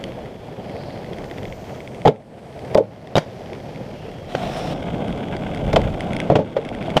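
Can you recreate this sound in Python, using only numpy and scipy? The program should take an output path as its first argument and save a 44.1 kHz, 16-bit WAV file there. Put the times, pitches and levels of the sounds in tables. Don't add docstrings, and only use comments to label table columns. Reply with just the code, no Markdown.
import sys
import numpy as np
from scipy import signal
from scipy.fft import rfft, irfft
from scipy.io import wavfile
from scipy.ndimage import uniform_filter1d

SR = 44100
rng = np.random.default_rng(int(sys.argv[2]) if len(sys.argv) > 2 else 0)


def bounce(signal):
    frames = np.transpose(np.atleast_2d(signal))
    limited = np.clip(frames, -1, 1)
    pcm = np.round(limited * 32767).astype(np.int16)
    wavfile.write(sys.argv[1], SR, pcm)


N = 308700


def gain_of(db):
    return 10 ** (np.asarray(db) / 20)


def evened(x):
    return x / np.sqrt(np.mean(x ** 2) + 1e-20)


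def add(mix, s, sound):
    part = mix[round(s * SR):][:len(sound)]
    part += sound[:len(part)]


def colour(x, points, size=4096):
    point_hz, point_db = np.transpose(points)
    hz = abs(np.fft.fftfreq(size, 1 / SR)) + 1
    log_gain = np.log(gain_of(np.interp(np.log(hz), np.log(point_hz), point_db)))
    spectrum = np.exp(np.conj(signal.hilbert(log_gain)))
    taps = np.fft.ifft(spectrum).real[:size // 2]
    return signal.oaconvolve(x, taps / np.linalg.norm(taps))[:len(x)]


def band(x, low_hz, high_hz):
    hz = np.fft.rfftfreq(len(x), 1 / SR) + 1
    skirts = np.sqrt((1 + (low_hz / hz) ** 20) * (1 + (hz / high_hz) ** 20))
    return irfft(rfft(x) / skirts, len(x))


def wander(rate_hz):
    hz = np.fft.rfftfreq(N, 1 / SR)
    return evened(irfft(rfft(rng.standard_normal(N)) / (1 + (hz / rate_hz) ** 4), N))


def ring(modes, t):
    return sum(gain_of(db - 60 * t / t60) * np.sin(2 * np.pi * hz * t) for hz, db, t60 in modes)


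def nearest(modes, pitch_hz, focus_hz, detune):
    chosen = []
    for hz, db, t60 in modes:
        loss_db = 10 * np.log10(1 + ((hz - pitch_hz) / focus_hz) ** 2)
        chosen.append((hz * (1 + detune * rng.uniform(-0.97, 1)), db - loss_db, t60))
    return chosen


def push(t, hz, swell_s):
    return t / swell_s * np.exp(1 - t / swell_s) * np.sin(2 * np.pi * hz * t)


def stones(per_s, spread_db):
    size = gain_of(spread_db * np.minimum(rng.exponential(1, N), 4))
    struck = rng.random(N) < per_s / SR
    return evened(size * rng.choice([-1, 1], N) * struck)


def scatter(x, spread_s):
    t = np.arange(1024) / SR
    paths = rfft(rng.standard_normal(len(t)) * (t / spread_s) * np.exp(-t / spread_s))
    flat_paths = irfft(paths / (abs(paths) + 1e-12))[:700]
    return signal.oaconvolve(x, flat_paths)[:len(x)]


# time in seconds, level in dB.
ROLLING_LEVEL = [(0.08, -32), (0.33, -35), (0.87, -32), (1.35, -32), (1.58, -35), (1.71, -31.5),
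                 (1.87, -36), (2.66, -30), (3.45, -34), (3.7, -33), (4.28, -34.5), (4.39, -28.5),
                 (5.03, -26), (5.22, -27), (5.87, -25), (6.24, -26), (6.78, -29), (6.9, -27)]


def roll_db(s):
    return np.interp(s, *np.transpose(ROLLING_LEVEL))


# frequency in Hz, relative spectral level in dB per Hz.
FIRST_PASS_SPECTRUM = [(45, -14), (130, 1), (200, -2.5), (320, -6.5), (460, -3), (690, -5.5), (1050, -19.5),
                       (1550, -18.5), (2100, -18.5), (3200, -24.5), (3800, -32.5), (4900, -32.5),
                       (7500, -41), (14000, -47)]
SCRUB_SPECTRUM = [(50, -30), (150, 3), (370, -3.5), (520, -2.5), (720, 3), (1000, -19.5), (1850, -25.5),
                  (2450, -25), (3400, -26), (4300, -30), (5600, -29.5), (7000, -34), (9300, -36.5),
                  (11000, -45), (14000, -42)]
SECOND_PASS_SPECTRUM = [(50, -16), (170, 2.5), (290, -2.5), (380, -6), (670, -4), (1000, -18), (1300, -14),
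                        (1560, -9.5), (1780, -20), (2100, -13), (3400, -21), (4000, -40.5), (9500, -52),
                        (10800, -59), (14000, -58)]


def rolling(spectrum, start, end, rasp_db, hiss_db, grainy, gritty, patchy_db, chatter_db=-1.0):
    t = np.arange(N) / SR
    kicks = stones(per_s=1100, spread_db=2)
    tread = rng.standard_normal(N)
    grit = gritty * scatter(stones(per_s=200, spread_db=0.0), spread_s=0.0018)
    ground_db = patchy_db * wander(rate_hz=22)
    wheel_db = gritty * chatter_db * np.clip(wander(rate_hz=96), -2, 1.6)
    rumble = evened(band(colour(grainy * kicks + tread, spectrum), 30, 1050))
    rasp = evened(band(colour((grit + tread) * gain_of(wheel_db), spectrum), 1050, 3900))
    hiss = evened(band(colour(.5 * grit + tread, spectrum), 3900, 16000))
    wheels = gain_of(ground_db) * rumble
    wheels += gain_of(rasp_db + .5 * ground_db) * rasp
    wheels += gain_of(hiss_db) * hiss
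    stretch = uniform_filter1d(1. * (t >= start) * (t < end), size=600)
    return gain_of(roll_db(t)) * wheels * np.sqrt(abs(stretch))


# centre in seconds, half length in seconds, level in dB, centre frequency in Hz, width in Hz.
HISS_SWELLS = [(0.05, 0.91, -60, 3300, 400), (0.85, 0.14, -53.5, 4500, 1400), (1.55, 0.3, -68, 13600, 1840),
               (1.6, 0.35, -58.5, 5670, 3440), (2.303, 0.43, -63.5, 8500, 3000),
               (3.545, 0.88, -60, 4800, 2600), (4.038, 0.069, -52, 2790, 692), (4.61, 0.1, -48, 5350, 900),
               (4.58, 0.014, -51, 8900, 3500), (4.88, 0.72, -54, 3230, 400), (6.9, 0.15, -62, 4600, 1300)]


def hiss_swells():
    out, t = np.zeros(N), np.arange(N) / SR
    hz = np.fft.rfftfreq(N, 1 / SR)
    for s, half_s, db, centre_hz, width_hz in HISS_SWELLS:
        response = 1 / (1 + ((hz - centre_hz) / width_hz) ** 2) ** 3.3
        hiss = irfft(rfft(rng.standard_normal(N)) * response, N)
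        out += gain_of(db) * np.exp(-.5 * ((t - s) / half_s) ** 2) * evened(hiss)
    return out


# frequency in Hz, relative spectral level in dB per Hz.
CRACK_SPECTRUM = [(200, -6.5), (600, 10), (1100, 3.5), (1750, -2.5), (2300, 0), (2650, -7), (3250, -2),
                  (4000, -9.5), (5600, -14), (7000, -17.5), (9500, -25), (14000, -28.5)]
# frequency in Hz, relative level in dB, 60 dB decay time in seconds.
FRAME_MODES = [(1194, 9.5, 0.0088), (2180, 0, 0.018), (2680, -1.5, 0.031), (2950, 5.5, 0.019),
               (3607, 3, 0.017), (4940, 3, 0.022), (5580, -6, 0.013)]


def crack(t, decay_ms, dull_hz, ring_hz, rattle_db=-21, rattle_s=0.022, rise_s=0.0013):
    fade = np.exp(-1000 * t / decay_ms)
    rattle = gain_of(rattle_db) * np.exp(-t / rattle_s)
    burst = colour((fade + rattle) * rng.standard_normal(len(t)), CRACK_SPECTRUM)
    burst = signal.lfilter(*signal.butter(1, min(dull_hz, .45 * SR), fs=SR), burst)
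    frame = ring(nearest(FRAME_MODES, ring_hz, focus_hz=220, detune=0.057), t)
    return (1.63 * burst + frame) * (1 - np.exp(-t / rise_s))


def thump(t, thump_hz=158, thump_s=0.0047, shell_hz=262, shell_db=-2.5, shell_s=0.0039):
    return push(t, thump_hz, thump_s) + gain_of(shell_db) * push(t, shell_hz, shell_s)


DECK_SWELL_S, SOLE_HZ = 0.0026, 460
REBOUND_S, REBOUND_DB = 0.0089, -13
# frequency in Hz, relative level in dB, 60 dB decay time in seconds.
BOX_MODES = [(110, -7, 0.48), (148, -27, 0.09), (192.6, 3, 0.3), (221.6, 5.5, 0.29), (259, -16, 0.17),
             (302, 4.5, 0.18), (400, 1, 0.1), (439, 15, 0.13), (466, 6.5, 0.13), (542, 8.5, 0.2),
             (570.6, 19.5, 0.072), (609, 13, 0.14), (666, -10, 0.17), (795, -1, 0.21), (865, 5.5, 0.13),
             (930, 2, 0.11), (1083, -9, 0.17), (1204, -27, 0.081)]
# start in seconds, crack level in dB, crack decay in ms, dull-above frequency in Hz, frame ring
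# in Hz, knock lag in ms, knock level in dB, knock pitch in Hz, settling lag in ms, settling level in dB,
# thump level in dB, relative box ring level in dB.
BOX_CONTACTS = [(2.0512, -24, 6, 2000, 1200, 0.17, -6.5, 610, 2.3, -18, -22, -27),
                (2.055, -18.5, 19, 4500, 2200, 1.2, 0.5, 782, 7, 3.5, -5, -25),
                (2.072, -10.5, 9.4, 4000, 1250, 0.49, 1, 840, 8, 1, -4.5, -15.5),
                (2.079, -7, 5.5, 8000, 1700, 1.34, 3, 700, 8.5, 11, -2.5, -5.5),
                (2.7465, -13, 2.05, 18000, 5700, 7, -1.5, 508, 10.7, -12, -27, -2.5),
                (2.7738, -16, 7.6, 18000, 3400, 9, 5.5, 544, 30.4, 3.5, -21, -7),
                (5.729, -19, 5.2, 11000, 5700, 7.9, -12.5, 481, 14.3, -28, -17.5, -19.5),
                (5.760, -11, 4.2, 7000, 2640, 5.5, -3.5, 650, 14.1, -11, -39, -15),
                (6.3006, -17.5, 12, 2200, 1310, 0.25, 4.5, 670, 9.7, -13, -2.5, -5.5),
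                (6.316, -22.5, 19, 2500, 1460, 0.41, -6, 705, 6.6, -4, -5.5, -8.5),
                (6.354, -8.5, 7.6, 4200, 2700, 0.26, -1.5, 710, 9.52, -1, 0, -10),
                (6.388, -28, 20, 4000, 1300, 1.07, -10, 533, 12, -12, -8, -11.5),
                (6.5655, -14.5, 7, 1260, 1390, 0.42, -5, 543, 21.4, -12.5, -32, -24)]


def box_hits(box_db=-11, settle_thump_db=-2, count=3):
    out, t = np.zeros(N), np.arange(16384) / SR
    box = gain_of(box_db) * ring(BOX_MODES, t) * (1 - np.exp(-t / 0.002))
    for (s, crack_db, decay_ms, dull_hz, ring_hz, knock_ms, knock_db, knock_hz,
         settle_ms, settle_db, thump_db, ring_db) in BOX_CONTACTS:
        knock_at, settle_at = s + knock_ms / 1000, s + settle_ms / 1000
        add(out, s, gain_of(crack_db) * crack(t, decay_ms, dull_hz, ring_hz))
        knock = gain_of(knock_db) * push(t, knock_hz, DECK_SWELL_S)
        add(out, knock_at, knock + gain_of(thump_db) * thump(t) + gain_of(ring_db) * box)
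        settle = gain_of(settle_db) * push(t, SOLE_HZ, DECK_SWELL_S)
        add(out, settle_at, settle + gain_of(thump_db + settle_thump_db) * thump(t))
        for k in range(1, count + 1):
            rebound = push(t, SOLE_HZ * rng.uniform(1, 1.4), DECK_SWELL_S)
            rebound_at = settle_at + REBOUND_S * (k + rng.uniform(-0.04, 0.16))
            add(out, rebound_at, gain_of(settle_db + k * REBOUND_DB) * rebound)
    return out


# start in seconds, crack level in dB, crack decay in ms, dull-above frequency in Hz,
# frame ring in Hz, knock level in dB, knock pitch in Hz, thump level in dB.
ASPHALT_SLAPS = [(3.1549, -6.5, 1.3, 12500, 3600, 2.5, 567, -6.5),
                 (3.1649, -10.5, 5.6, 13000, 3480, -1.5, 770, -11),
                 (3.174, -19, 3.8, 9000, 2180, 2.5, 454, -11),
                 (3.180, -8.5, 3.2, 10770, 5560, 0.5, 600, -13.5),
                 (4.350, -15, 3.1, 3400, 1140, -6, 577, -21), (6.9624, -28, 4, 9000, 1250, -7.5, 254, -33),
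                 (6.9673, -11, 2.8, 17000, 2930, -2.5, 608, -12),
                 (6.9742, -9.5, 3.2, 12000, 3170, -3.5, 830, -30)]
# start in seconds, level in dB.
ASPHALT_BUMPS = [(0.487, -23.5), (0.885, -22), (4.648, -17.5), (4.887, -19), (5.021, -18), (5.464, -20),
                 (6.715, -15.5), (6.882, -16)]


def asphalt_hits(slap_swell_s=0.00088, bump_hz=640, bump_swell_s=0.0011, bump_thump_db=-9):
    out, t = np.zeros(N), np.arange(8192) / SR
    for s, crack_db, decay_ms, dull_hz, ring_hz, knock_db, knock_hz, thump_db in ASPHALT_SLAPS:
        knock = gain_of(knock_db) * push(t, knock_hz, slap_swell_s)
        blow = gain_of(crack_db) * crack(t, decay_ms, dull_hz, ring_hz)
        add(out, s, blow + knock + gain_of(thump_db) * thump(t))
    for s, db in ASPHALT_BUMPS:
        bump = push(t, bump_hz, bump_swell_s) + gain_of(bump_thump_db) * thump(t)
        add(out, s, gain_of(db) * bump)
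    return out


# frequency in Hz, relative level in dB, 60 dB decay time in seconds.
WHEEL_MODES = [(2103, 0.5, 0.0073), (2475, -6, 0.0069), (3230, -0.5, 0.0068)]
# frequency in Hz, relative spectral level in dB per Hz.
SNAP_SPECTRUM = [(1000, -41), (2500, -36), (4500, 19.5), (7000, 7), (10000, 8.5), (14000, -31)]


def tick(pitch_hz, snap_db, ring_db=10, snap_s=0.0006, bump_db=-3, bump_hz=170):
    t = np.arange(2048) / SR
    modes = nearest(WHEEL_MODES, pitch_hz, focus_hz=855, detune=0.061)
    wheel = gain_of(ring_db) * ring(modes, t) * (1 - np.exp(-t / 0.00074))
    boot = ring([(bump_hz, bump_db, .025)], t)
    snap_envelope = t / snap_s * np.exp(1 - t / snap_s)
    snap = colour(rng.standard_normal(len(t)) * snap_envelope, SNAP_SPECTRUM)
    return wheel + boot + gain_of(snap_db) * snap


FINE_GRIT_PER_S, FINE_GRIT_DB = 6, -6
# first tick in seconds, end in seconds, time of a turn in seconds, mean tick gain in dB.
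TICKING_SPELLS = [(0.12, 0.28, 0.069, -36.5), (0.6958, 1.07, 0.0698, -33), (1.3122, 1.55, 0.0708, -26.5),
                  (1.8045, 2.19, 0.0712, -31), (3.238, 3.78, 0.078, -40.5), (6.749, 6.93, 0.077, -25.5)]
# start in seconds, tick gain in dB, frequency in Hz near which the modes are favoured.
SINGLE_TICKS = [(0.0395, -20.5, 3440), (1.1326, -30, 3190), (1.431, -31.5, 3100), (1.1846, -29.5, 2050),
                (1.242, -31.5, 1900), (2.592, -31.5, 2370), (2.649, -33, 2106), (3.0727, -29.5, 2400),
                (3.532, -30.5, 2180), (3.7594, -33, 2150), (5.0816, -29.5, 3350), (5.176, -32, 3340),
                (5.366, -26.5, 2080), (5.5474, -25, 1980), (5.5736, -28, 2500), (5.8162, -25, 1980),
                (6.0066, -18.5, 1900), (6.133, -21, 2200), (6.1657, -19, 1920), (6.2018, -15.5, 1940),
                (6.6505, -27, 2000), (6.6895, -23.5, 2580)]


def ticks(uneven_db=2):
    out = np.zeros(N)
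    for s, db, pitch_hz in SINGLE_TICKS:
        add(out, s, gain_of(db) * tick(pitch_hz, snap_db=-14))
    for start, end, turn_s, db in TICKING_SPELLS:
        for s in np.arange(start, end, turn_s):
            tick_db = db + uneven_db * rng.standard_normal()
            add(out, s, gain_of(tick_db) * tick(pitch_hz=1990, snap_db=-18.5))
    for s in rng.uniform(0, N / SR, round(FINE_GRIT_PER_S * N / SR)):
        grit_db = roll_db(s) + FINE_GRIT_DB + uneven_db * rng.standard_normal()
        add(out, s, gain_of(grit_db) * tick(pitch_hz=rng.uniform(2000, 3500), snap_db=-17))
    return out


def lot(x, wet_db=-19, t60=0.24):
    t = np.arange(SR // 2) / SR
    tail = rng.standard_normal(len(t)) * gain_of(-60 * t / t60) * (t > .004)
    return x + gain_of(wet_db) * signal.oaconvolve(x, tail / np.linalg.norm(tail))[:N]


BREEZE_DB = -56
# frequency in Hz, relative spectral level in dB per Hz.
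WIND_SPECTRUM = [(10, -31), (30, 0.5), (60, -4.5), (90, -2.5), (200, -5.5), (600, -67)]
# centre in seconds, half length in seconds, level in dB.
WIND_GUSTS = [(0.1, 0.23, -45), (1.22, 0.059, -41), (1.51, 0.081, -39), (4.81, 0.25, -47),
              (5.81, 0.13, -25), (5.5, 1, -37.5)]


def wind(gust_db=2):
    t = np.arange(N) / SR
    strength = gain_of(BREEZE_DB)
    for s, half_s, db in WIND_GUSTS:
        strength = strength + gain_of(db) * np.exp(-.5 * ((t - s) / half_s) ** 2)
    lumps = gain_of(gust_db * wander(rate_hz=7.5)) * colour(rng.standard_normal(N), WIND_SPECTRUM)
    return strength * evened(lumps)


def scene():
    scrub_start_s, scrub_end_s = 4.29, 4.735
    wheels = rolling(FIRST_PASS_SPECTRUM, 0, scrub_start_s, rasp_db=-16.0, hiss_db=-26.0,
                     grainy=.8, gritty=1.0, patchy_db=1.53)
    wheels += rolling(SCRUB_SPECTRUM, scrub_start_s, scrub_end_s, rasp_db=-10.5, hiss_db=-22,
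                      grainy=0.88, gritty=0.9, patchy_db=1.1)
    wheels += rolling(SECOND_PASS_SPECTRUM, scrub_end_s, N / SR, rasp_db=-15.5, hiss_db=-27.0,
                      grainy=0.98, gritty=1.97, patchy_db=1.1, chatter_db=-1.83)
    impacts = lot(box_hits() + asphalt_hits() + ticks())
    return (wheels + hiss_swells() + impacts + wind())[None]


def record(dry, ceiling_db=-1.5, recover_db_per_s=21, edge_hz=14600):
    over_db = np.maximum(20 * np.log10(abs(dry[0]) + 1e-9) - ceiling_db, 0)
    fall = np.arange(N) * recover_db_per_s / SR
    held_db = np.maximum.accumulate(over_db + fall) - fall
    duck_db = uniform_filter1d(held_db, size=40)
    low_pass = signal.firwin(401, edge_hz, window=("kaiser", 9), fs=SR)[None]
    return signal.oaconvolve(dry / gain_of(duck_db), low_pass, "same")


dry = scene()
out = record(dry)
bounce(out)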